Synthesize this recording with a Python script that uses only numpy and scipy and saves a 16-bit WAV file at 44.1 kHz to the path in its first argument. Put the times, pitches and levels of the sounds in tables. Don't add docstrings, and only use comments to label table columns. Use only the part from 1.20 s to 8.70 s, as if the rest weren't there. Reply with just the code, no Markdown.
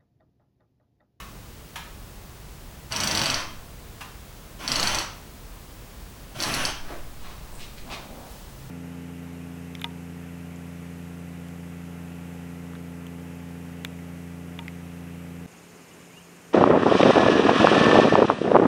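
import sys
import numpy as np
from scipy import signal
from scipy.fft import rfft, irfft
from scipy.io import wavfile

SR = 44100
rng = np.random.default_rng(int(sys.argv[2]) if len(sys.argv) > 2 else 0)


def log_audio(samples):
    frames = np.atleast_2d(samples).T
    limited = np.clip(frames, -1, 1)
    pcm = np.round(limited * 32767).astype(np.int16)
    wavfile.write(sys.argv[1], SR, pcm)


N = 330730
TIME = np.arange(N) / SR
FREQ = np.maximum(np.fft.rfftfreq(N, 1 / SR), 1)


def undb(db):
    return 10 ** (np.asarray(db) / 20)


def unit(x):
    return x / np.sqrt(np.mean(x ** 2))


def lookup(hz, points):
    f, value = np.transpose(points)
    return np.interp(np.log(hz), np.log(f), value)


def colour(x, db):
    return unit(irfft(rfft(x) * undb(db), N))


def hump(hz, octaves):
    return -10 * np.log10(1 + (np.log2(FREQ / hz) / octaves) ** 4)


def convolve(x, response):
    return signal.fftconvolve(x, response)[:N]


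def add(out, s, sound):
    i = max(int(s * SR), 0)
    out[i:i + len(sound)] += sound[:N - i]


def swell(s, length_s):
    return np.exp(-2 * ((TIME - s) / length_s) ** 2)


def ramp(s, length_s):
    return np.clip((TIME - s) / length_s + .5, 0, 1)


def arch(stroke, peak, start_db, end_db):
    peak = np.clip(peak, .1, .9)
    rise_db = start_db * (1 - stroke / peak) ** 2
    fall_db = end_db * ((stroke - peak) / (1 - peak)) ** 2
    return undb(np.where(stroke < peak, rise_db, fall_db))


def fibres(rate_hz, spread_db):
    slips = rng.random(N) < rate_hz / SR
    return slips * rng.standard_normal(N) * undb(spread_db * rng.standard_normal(N))


def background(floor_db, waft_hz, whine_db, whine_hz):
    # f/Hz, level/dB
    floor_points = [(12, -19), (20, -8), (32, 2.5), (58, 1), (82, -4.5), (144, -6), (233, -11.5),
                    (254, -13), (721, -19), (903, -19.5), (1070, -20), (1540, -23.5), (13600, -32.5),
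                    (15600, -31), (17000, -34)]
    # middle t/s, 1/e^2 half-length/s, level/dB
    waft_rows = [(2.27, 0.25, -36.5), (3.65, 0.2, -33), (5.51, .36, -33.5), (6.206, 0.81, -39)]
    floor = undb(floor_db) * colour(rng.standard_normal(N), lookup(FREQ, floor_points))
    air = colour(rng.standard_normal(N), -20 * np.log10(1 + (FREQ / waft_hz) ** 2))
    wafts = sum(undb(db) * swell(s, length_s) for s, length_s, db in waft_rows)
    whine = undb(whine_db) * np.sin(2 * np.pi * whine_hz * TIME)
    return floor + air * wafts + whine


def hands(rise_s):
    # t/s, relative level/dB, decay/s, treble tilt/(dB/octave)
    slap_rows = [(0.0, -36.5, 0.013, -1), (0.557, -30, 0.012, -1), (2.807, -34, 0.014, -1)]
    # f/Hz, relative level/dB
    slap_points = [(200, -35), (650, -16), (950, 0.5), (1300, -1), (2000, -7), (3000, -4), (4500, -13),
                   (6200, -10.5), (8000, -19), (12000, -14), (16000, -32)]
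    out = np.zeros(N)
    for s, db, decay_s, tilt_db in slap_rows:
        age = np.maximum(TIME - s, 0)
        skin = colour(rng.standard_normal(N), lookup(FREQ, slap_points) + tilt_db * np.log2(FREQ))
        out += undb(db) * skin * (1 - np.exp(-age / rise_s)) * np.exp(-age / decay_s)
    return out


def garage(build_s):
    # f/Hz, t60/s
    t60_points = [(100, 0.68), (400, 0.42), (1200, 0.54), (3000, 0.46), (6000, 0.45), (9000, 0.31),
                  (15000, 0.23)]
    t = TIME[:SR]
    f, _, frames = signal.stft(rng.standard_normal(SR), SR, nperseg=256)
    age = np.linspace(0, 1, frames.shape[1])
    frames = frames * np.exp(-np.log(1000) * age / lookup(f + 1, t60_points)[:, None])
    tail = signal.istft(frames, SR)[1][:SR] * (1 - np.exp(-t / build_s))
    return tail / np.sqrt(np.mean(abs(rfft(tail)[500:6000]) ** 2))


def room(x, build_s, patterns_per_s, count):
    out = 0
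    for k in range(count):
        place = (TIME * patterns_per_s - k) % count
        share = np.sqrt(np.maximum(1 - abs(place - 1), 0))
        out = out + convolve(x * share, garage(build_s))
    return out


def rope(grind_db, shudder_db, take_up_s, attack_s, release_s):
    # slack taken up t/s, load moves t/s, end t/s, then relative grind, shudder, hiss level/dB
    pulls = [(1.706, 1.711, 2.215, -31.1, -34.3, -60), (3.397, 3.48, 3.828, -30.1, -35, -47.5),
             (5.152, 5.19, 5.51, -31.3, -35, -42.3)]
    # f/Hz, relative level/dB
    grind_points = [(150, -26), (290, -1.5), (440, -8), (620, -1), (1050, 0.5), (1550, -1.2), (2100, -4),
                    (3100, -2), (3700, -7.5), (4500, -10), (5050, -10.5), (6000, -7), (6800, -17),
                    (10000, -19.3), (16000, -33)]
    # f/Hz, relative level/dB
    shudder_points = [(40, -11), (80, -3), (120, 0), (190, -1), (260, -6.5), (450, -13), (1500, -30)]
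    grind = colour(fibres(rate_hz=9000, spread_db=0.5), lookup(FREQ, grind_points))
    shudder = colour(fibres(rate_hz=600, spread_db=3.0), lookup(FREQ, shudder_points))
    hiss = colour(fibres(rate_hz=7000, spread_db=4.5), hump(hz=10100, octaves=.13))
    out = np.zeros(N)
    slack = undb(-6)
    for taut, start, end, db, shake_db, hiss_db in pulls:
        stroke = np.clip((TIME - start) / (end - start), 0, 1)
        onset = slack * ramp(taut, take_up_s) + (1 - slack) * ramp(start, attack_s)
        moving = onset * (1 - ramp(end, release_s))
        effort = arch(stroke, peak=.57, start_db=-3, end_db=-4.2)
        shake = arch(stroke, peak=.45, start_db=-1, end_db=-20)
        speed = moving * effort
        out += speed * undb(grind_db + db) * grind
        out += speed ** 2 * undb(hiss_db) * hiss
        out += moving * shake * undb(shudder_db + shake_db) * shudder
    return out


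def rack(drive, ring_db):
    # f/Hz, relative level/dB, t60/s
    rack_modes = [(665, 6.5, 0.19), (934, -5, 0.25), (1036, 3, 0.15), (1363, -14, .2), (1556, 7, 0.22),
                  (1850, -16, 0.22), (2715, -2, 0.22), (3213, 6, 0.52), (4294, -18, .2), (5566, -7, .2),
                  (5944, -14, .2)]
    t = TIME[:SR // 2]
    response = np.zeros(len(t))
    for hz, db, t60_s in rack_modes:
        decay = np.exp(-np.log(1000) * t / t60_s)
        response += undb(db) / np.sqrt(t60_s) * decay * np.sin(2 * np.pi * hz * t)
    return unit(convolve(drive, response)) * np.std(drive) * undb(ring_db)


def tick_train(gap_s, uneven_db):
    # first t/s, last t/s, relative peak level/dB, treble tilt/(dB/octave)
    runs = [(1.7215, 1.8021, -14.5, .5), (1.8351, 1.9498, -12.7, 0.0), (1.9734, 2.1425, -11.8, -3),
            (1.9924, 2.0353, -16.5, -1.5), (3.4772, 3.5972, -11.5, -2.5), (3.6287, 3.6724, -11.3, -.8),
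            (3.7464, 3.7857, -14.2, 2.3), (5.2022, 5.2351, -13, -3), (5.224, 5.224, -16, 4),
            (5.3392, 5.3392, -15, 3.5), (5.4513, 5.4513, -11.5, .5)]
    ticks = []
    for first, last, db, tilt_db in runs:
        for s in np.linspace(first, last, 1 + round(abs(last - first) / gap_s)):
            ticks.append((s, db + uneven_db * rng.standard_normal(), tilt_db))
    return ticks


def pulley(rise_s, ring_s, scatter_db, ceiling_s, ceiling_db, wall_s, wall_db):
    # f/Hz, relative level toward microphone/dB, toward ceiling/dB
    block_modes = [(1090, -17, -22), (2270, -14, -16), (3190, -4.5, -14), (4164, -1.5, -23),
                   (4605, 1.5, -15), (5560, -1, -12), (5996, -0.5, -10), (7140, -16, -16),
                   (7920, -19, -7.5), (8650, -26, -9.5), (9610, -15, -19), (11460, -19, -17),
                   (12700, -25, -20.5), (14300, -31, -24)]
    hz, ahead_db, up_db = np.transpose(block_modes)
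    t = TIME[:SR // 50]
    shape = (1 - np.exp(-(t / rise_s) ** 2)) * np.exp(-(t / ring_s) ** 2)
    out = np.zeros(N)
    for s, db, tilt_db in tick_train(gap_s=.041, uneven_db=.4):
        detune, phase, scatter = rng.standard_normal((3, len(hz)))
        cycles = np.outer(hz * (1 + 0.027 * detune), t) + phase[:, None]
        rings = np.sin(2 * np.pi * cycles) * shape
        size = undb(scatter_db * scatter + tilt_db * np.log2(hz / hz[2]))
        ahead = (size * undb(ahead_db)) @ rings
        up = (size * undb(up_db)) @ rings
        gain = undb(db) / abs(ahead).max()
        add(out, s, gain * ahead)
        add(out, s + ceiling_s, gain * undb(ceiling_db) * up)
        add(out, s + wall_s, gain * undb(wall_db) * ahead)
    return out


def joists(x, build_s, scatter_s, scatter_db):
    t = TIME[:SR // 10]
    response = rng.standard_normal(len(t)) * np.exp(-t / scatter_s) * (1 - np.exp(-t / build_s))
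    return x + undb(scatter_db) * convolve(x, response / np.linalg.norm(response))


def handling(knock_octaves):
    # t/s, relative level/dB, decay/s, f/Hz
    knocks = [(5.703, -27, 0.0072, 305), (5.707, -38.5, .014, 616), (6.65, -37, 0.027, 226),
              (6.70, -40, .03, 300), (6.84, -42, 0.051, 235), (6.93, -45, .04, 237)]
    # middle t/s, 1/e^2 half-length/s, relative level/dB,
    # hump centre f/Hz, hump half-width/octaves
    rubs = [(2.186, 0.039, -38, 1170, .35), (5.713, 0.083, -40, 640, 1.6), (6.062, 0.045, -45, 1050, 0.47),
            (6.07, 0.1, -50.5, 3180, .6), (6.3, .25, -52, 550, 1.1), (6.366, 0.059, -52, 8360, .15),
            (6.42, 0.042, -42.5, 3360, 0.62), (6.58, 0.017, -44.5, 3200, 0.68),
            (6.731, 0.04, -35.7, 3020, 0.62), (6.722, 0.07, -39, 800, 0.42), (6.98, 0.24, -47, 640, 0.45),
            (7.13, .14, -52, 8000, 1.7), (7.422, 0.27, -44.5, 134, .2)]
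    out = np.zeros(N)
    grain = fibres(rate_hz=7000, spread_db=4.5)
    for s, db, decay_s, hz in knocks:
        envelope = (TIME > s) * np.exp(-abs(TIME - s) / decay_s)
        out += undb(db) * colour(grain, hump(hz, knock_octaves)) * envelope
    for s, length_s, db, hz, octaves in rubs:
        dulled = hump(hz, octaves) - 3 * np.log2(1 + FREQ / hz)
        out += undb(db) * colour(grain, dulled) * swell(s, length_s)
    return out


def scene():
    bed = background(floor_db=-42.7, waft_hz=17.5, whine_db=-60.5, whine_hz=15734.4)
    small = hands(rise_s=0.0017) * undb(5) + handling(knock_octaves=0.22)
    run = rope(grind_db=1.5, shudder_db=-0.5, take_up_s=.022, attack_s=.012, release_s=.03)
    run = run + rack(run, ring_db=-17.5)
    ticks = pulley(rise_s=0.0012, ring_s=0.0017, scatter_db=1.2,
                   ceiling_s=0.0058, ceiling_db=-0.3, wall_s=.023, wall_db=-21.5)
    rattle = joists(ticks, build_s=0.0011, scatter_s=0.0038, scatter_db=-5.5)
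    direct = undb(1.26) * rattle + undb(-3.0) * run + undb(-4.0) * small
    send = undb(-1) * ticks + undb(-1.0) * run + undb(-2.5) * small
    echo = room(send, build_s=0.0015, patterns_per_s=14, count=5)
    return (direct + echo + bed)[None]


def record(dry):
    top_hz = 17300
    return signal.sosfilt(signal.ellip(10, .2, 70, top_hz, fs=SR, output="sos"), dry)


dry = scene()
out = record(dry)
log_audio(out)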